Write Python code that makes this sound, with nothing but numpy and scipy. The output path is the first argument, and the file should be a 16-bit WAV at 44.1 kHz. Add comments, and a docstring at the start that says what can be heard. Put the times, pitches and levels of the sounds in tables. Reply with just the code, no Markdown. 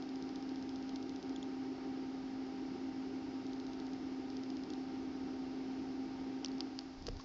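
"""Small fan and hand-held camera

A seven-blade bench-supply fan hums and whirs close by: tones locked to its shaft phase, plus shaped noise.
The camera's focus drive ticks faintly in short runs, each tick a filtered snap mixed with a tiny buzz.
Near the end the camera swings away, so the fan fades; fingers make the camera case click (struck resonances),
knock (decaying sines) and rumble (slow-gated noise). An even hiss lies under everything."""
import sys
import numpy as np
from scipy import signal
from scipy.fft import rfft, irfft
from scipy.io import wavfile

SR = 44100
rng = np.random.default_rng(int(sys.argv[2]) if len(sys.argv) > 2 else 0)


def transcribe(u):
    """Save the signal u as a 16-bit wav file named by the first command-line argument.

    u: samples, shape (n,) or (channels, n), limited to [-1, 1]; the rate is SR.
    q: integer samples, one column per channel.
    """
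    v = np.clip(np.atleast_2d(u).T, -1, 1)
    q = np.round(v * 32767).astype(np.int16)
    wavfile.write(sys.argv[1], SR, q)


N = 319284
T = np.arange(N) / SR

# resonances of the plastic camera case: f/Hz, relative density/dB per Hz
CASE_SPECTRUM = [(500, -14.5), (1300, -4), (2300, -23), (3200, -4), (3800, -7), (4550, 0.5), (5400, -1.5),
                 (6500, -11), (7300, -25), (8200, -39.5)]

SWING_START_S, SWING_LENGTH_S = 6.625, 0.46
HUM_LOSS_DB, WHIR_LOSS_DB, RUSH_LOSS_DB = 12.5, 12, 7  # fade of each fan part over the swing


def undb(db):
    """Decibels to amplitude gain."""
    return 10 ** (np.asarray(db) / 20)


def curve(rows):
    """Rows (t/s, value) joined by straight lines."""
    return np.interp(T, *np.transpose(rows))


def colour(points, size):
    """Gain per FFT bin: dB straight over log frequency, falling 24 dB per octave outside the points."""
    hz, db = np.transpose(points)
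    bins = np.maximum(np.fft.rfftfreq(size, 1 / SR), 1)
    octaves_outside = np.abs(np.log2(bins / np.clip(bins, hz[0], hz[-1])))
    return undb(np.interp(np.log(bins), np.log(hz), db) - 24 * octaves_outside)


def noise(points):
    """Gaussian noise of the given spectrum, rms 1."""
    x = irfft(rfft(rng.standard_normal(N)) * colour(points, N), N)
    return x / x.std()


def walk(rate_hz):
    """Smooth random drift: noise under a Gaussian low-pass, standard deviation 1."""
    lowpass = np.exp(-(np.fft.rfftfreq(N, 1 / SR) / rate_hz) ** 2)
    x = irfft(rfft(rng.standard_normal(N)) * lowpass, N)
    return x / x.std()


def decay(t, t60_s):
    """Exponential decay by 60 dB in t60_s."""
    return np.exp(-np.log(1000) * t / t60_s)


def ring(points, size):
    """Minimum-phase impulse response of a spectrum: sharp front, quick decay."""
    cepstrum = irfft(np.log(colour(points, size)))
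    fold = np.r_[1, np.full(size // 2 - 1, 2), 1, np.zeros(size // 2 - 1)]
    return irfft(np.exp(rfft(cepstrum * fold)))


def add(out, start_s, sound, peak_db):
    """Mix a short sound in at start_s, scaled to the given peak."""
    i = int(np.clip(start_s * SR, 0, N - 1))
    scaled = undb(peak_db) * sound / np.abs(sound).max()
    out[i:i + len(sound)] += scaled[:N - i]


def turned(loss_db):
    """Gain of a fan part as the microphone swings away from it; the loss in dB grows linearly."""
    return undb(-loss_db * np.clip((T - SWING_START_S) / SWING_LENGTH_S, 0, 1))


def background_hiss(level_db=-59.5):
    """Stationary shaped noise at a constant level."""
    # f/Hz, relative density/dB per Hz
    hiss_spectrum = [(30, 13), (300, 9.5), (1000, 3.5), (2000, -3.5), (3000, -5.5), (4000, -1.5),
                     (4700, 1.5), (5250, 2), (5550, -3.5), (6000, -5.5), (6800, -12), (7400, -19.5),
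                     (7800, -37.5)]
    return undb(level_db) * noise(hiss_spectrum)


def finger_rumble(ragged_db=2.0):
    """Fingers shifting on the case: low noise with a ragged level."""
    # grip: t/s, rumble level/dB
    grip = [(0, -100), (6.9, -85.5), (6.97, -56), (7.0, -52), (7.06, -47.5), (7.1, -43.5), (7.17, -43.5),
            (7.2, -62), (7.24, -62)]
    # f/Hz, relative density/dB per Hz
    rumble_spectrum = [(15, -5), (33, 1), (55, -11), (80, -4.5), (120, -12.5), (200, -18), (500, -32.5)]
    return undb(curve(grip) + ragged_db * walk(40)) * noise(rumble_spectrum)


def skin_rustle(grain_db=4):
    """Skin sliding on the case: grainy noise coloured by the case resonances."""
    # slide: t/s, rustle level/dB
    slide = [(0, -100), (6.98, -85.5), (7.05, -84), (7.075, -53.5), (7.1, -83), (7.18, -80), (7.2, -60),
             (7.24, -71)]
    return undb(curve(slide) + grain_db * walk(300)) * noise(CASE_SPECTRUM)


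def finger_knocks(slap_gain=0.41, slap_t60_s=0.015):
    """A soft knock excites one decaying sine mode, with a fingertip's dull slap as a noise burst."""
    # knocks: t/s, peak level/dB, mode f/Hz, mode t60/s
    knocks = [(7.083, -34.5, 467, 0.048), (7.086, -35, 590, 0.017), (7.198, -45, 1090, .04)]
    # fingertip slap: f/Hz, relative density/dB per Hz
    slap_spectrum = [(400, 1), (850, -10), (1400, 4), (2200, -6), (3300, -12)]
    out = np.zeros(N)
    t = T[:SR // 10]
    bursts = noise(slap_spectrum)[:len(knocks) * len(t)].reshape(-1, len(t))
    for (start_s, peak_db, hz, t60_s), burst in zip(knocks, bursts):
        mode = np.sin(2 * np.pi * hz * t) * decay(t, t60_s)
        slap = slap_gain * burst * decay(t, slap_t60_s)
        add(out, start_s, mode + slap, peak_db)
    return out


def case_clicks(slip_gap_s=.00041, first_force=0.24, last_force=0.48, tail_db=-23, tail_t60_s=0.012):
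    """The case gives way under the fingers: three quick impulses and a gritty tail drive its resonances."""
    # clicks: t/s, peak level/dB
    clicks = [(6.4465, -23), (6.4595, -30), (6.4835, -39.5), (6.5165, -44.5), (6.5822, -44.5),
              (6.6058, -25), (6.6092, -40), (6.7897, -26.5), (6.8093, -44), (7.0240, -43.5),
              (7.0675, -28.5), (7.0755, -47), (7.0867, -33.5), (7.1683, -44), (7.1990, -45), (7.2090, -51)]
    out, size = np.zeros(N), 2048
    t = np.arange(size) / SR
    body = ring(CASE_SPECTRUM, size)
    for start_s, peak_db in clicks:
        grit = rng.standard_normal(size)
        force = undb(tail_db) * grit * decay(t, tail_t60_s)
        gaps_s = slip_gap_s * (1 + 0.16 * np.tanh(grit[:2]))  # uneven slips
        slips_s = np.r_[0, np.cumsum(gaps_s)]
        force[(slips_s * SR).astype(int)] += [first_force, 1, last_force]
        add(out, start_s, signal.fftconvolve(force, body)[:size], peak_db)
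    return out


def lens_tick(buzz_hz, clean, buzz_s=0.0029, snap_s=0.000895, octave_db=-8, rasp=0.039):
    """One lens move: a dry snap with rasp rings the lens, crossfaded by clean (0-1) into a short buzz."""
    # lens resonances: f/Hz, relative density/dB per Hz
    lens_spectrum = [(2400, -20.5), (3200, -0.5), (4000, 2.5), (5100, 0.5), (5600, -0.5), (6400, -2),
                     (7100, -20.5), (7700, -28)]
    size = 256
    t = T[:size]
    gate = np.sin(np.pi * np.minimum(t / buzz_s, 1))
    force = rasp * gate * rng.standard_normal(size)
    force[int(snap_s * SR)] += 1
    snap = np.convolve(force, ring(lens_spectrum, size))[:size]
    octave = undb(octave_db) * np.sin(2 * np.pi * 2 * buzz_hz * t)
    buzz = gate * (np.sin(2 * np.pi * buzz_hz * t) + octave)
    clean = np.clip(clean, 0, 1)
    return .5 * clean * buzz + (1 - clean) * snap / np.abs(snap).max()


def focus_ticks(step_s=0.06682, step_hz=5030, swell_db=0.5, scatter_db=1.1, lag_s=.0005):
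    """The lens hunts in evenly clocked steps, strongest in mid-run; larger moves close most runs."""
    # runs of small steps: first step t/s, last step t/s, mean peak level/dB, buzz share/0-1
    focus_runs = [(0.023, 0.8924, -41, 0.44), (1.026, 1.2931, -41, 0.25), (3.465, 3.9331, -41.5, 0),
                  (4.3006, 4.6353, -40.5, 0.5)]
    # larger moves: t/s, peak level/dB, buzz f/Hz, buzz share/0-1
    focus_jumps = [(0.9583, -34.5, 5020, .3), (1.3604, -40.5, 3400, 0.75), (1.4272, -40.5, 3400, 0.8),
                   (4.7016, -39.5, 3340, 0.4), (4.7345, -38.5, 3720, .05)]
    out = np.zeros(N)
    for first_s, last_s, run_db, clean in focus_runs:
        steps = int(round((last_s - first_s) / step_s)) + 1
        swell = swell_db * (np.sin(np.linspace(0, np.pi, steps)) - .5)
        step_dbs = run_db + swell + scatter_db * rng.standard_normal(steps)
        for k, peak_db in enumerate(step_dbs):
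            add(out, first_s + k * step_s + lag_s, lens_tick(step_hz, clean), peak_db)
    for start_s, peak_db, buzz_hz, clean in focus_jumps:
        add(out, start_s + lag_s, lens_tick(buzz_hz, clean), peak_db)
    return out


def shaft_phase(wander_hz=.012):
    """Rotor angle in radians: the integral of the fan speed with a slight random wander."""
    # fan speed as its third blade harmonic, 21 times the shaft rate: t/s, f/Hz
    whine = [(0.0, 790.2), (0.08, 792.6), (0.84, 793.6), (5.56, 788.3), (6.26, 793.7), (7.0, 792)]
    shaft_hz = curve(whine) / 21 + wander_hz * walk(4.05)
    return 2 * np.pi * np.cumsum(shaft_hz) / SR


def fan_air(shaft, whir_db=-48.5, rush_db=-59, gust_db=0.47, eddy_db=0.34, throb=0.062):
    """Turbulence rings the case and rushes at blade tips and grille, throbbing slightly once a turn."""
    # air in the case, broad resonances: f/Hz, relative density/dB per Hz
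    whir_spectrum = [(30, -25.5), (50, -23.5), (95, -13.5), (160, -14), (200, -6), (242, -7.5), (275, 2),
                     (330, -1), (352, -4), (402, -3), (460, -16), (600, -26), (900, -39.5)]
    # blade tips and grille: f/Hz, relative density/dB per Hz
    rush_spectrum = [(400, -14.5), (650, -7), (725, 0), (775, 0), (820, -7.5), (885, -9), (925, -2.5),
                     (1030, -16), (1230, -9), (1750, -15.5), (2250, -13), (2520, -18), (2700, -14.5),
                     (5000, -29)]
    whir = turned(WHIR_LOSS_DB) * undb(whir_db + gust_db * walk(8.8)) * noise(whir_spectrum)
    rush = turned(RUSH_LOSS_DB) * undb(rush_db + eddy_db * walk(15)) * noise(rush_spectrum)
    return (whir + rush) * (1 + throb * np.sin(shaft))


def fan_tones(shaft, hum_db=-44, flutter_db=0.81, flutter_hz=10, waver_db=0.75):
    """Seven blades chop the air into a fluttering hum; weaker rotor and case tones waver above it."""
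    # weaker rotor tones: multiple of the shaft rate
    rotor_orders = [8, 21, 24, 33, 38, 42, 50]
    # their levels: rms level/dB
    rotor_dbs = [-61.5, -62, -70.5, -80.5, -84, -77, -85]
    # case and motor tones, independent of the shaft: f/Hz, rms level/dB
    case_tones = [(316.5, -58.5), (365.5, -62.5), (5329, -83), (5593, -84)]
    hum = undb(hum_db + flutter_db * walk(flutter_hz)) * np.sin(7 * shaft)
    partials = [(order * shaft, db) for order, db in zip(rotor_orders, rotor_dbs)]
    for hz, db in case_tones:
        partials.append((2 * np.pi * np.cumsum(hz + .8 * walk(3)) / SR, db))
    upper = np.zeros(N)
    for phase, db in partials:
        start_phase = rng.uniform(0, 2 * np.pi)
        upper += undb(db + waver_db * walk(3.1)) * np.sin(phase + start_phase)
    # sqrt(2): rms level to sine peak
    return np.sqrt(2) * (turned(HUM_LOSS_DB) * hum + turned(RUSH_LOSS_DB) * upper)


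def scene():
    """Hiss, handling, focus drive and fan, summed to one channel."""
    handling = finger_rumble() + skin_rustle() + finger_knocks() + case_clicks()
    shaft = shaft_phase()
    fan = fan_air(shaft) + fan_tones(shaft)
    return (background_hiss() + handling + focus_ticks() + fan)[None]


def record(dry):
    """The camera cuts off steeply above 7.7 kHz: an elliptic low-pass."""
    lowpass = signal.ellip(8, .2, 70, 7700, fs=SR, output="sos")  # ripple 0.2 dB, stopband -70 dB
    return signal.sosfilt(lowpass, dry)


dry = scene()
out = record(dry)
transcribe(out)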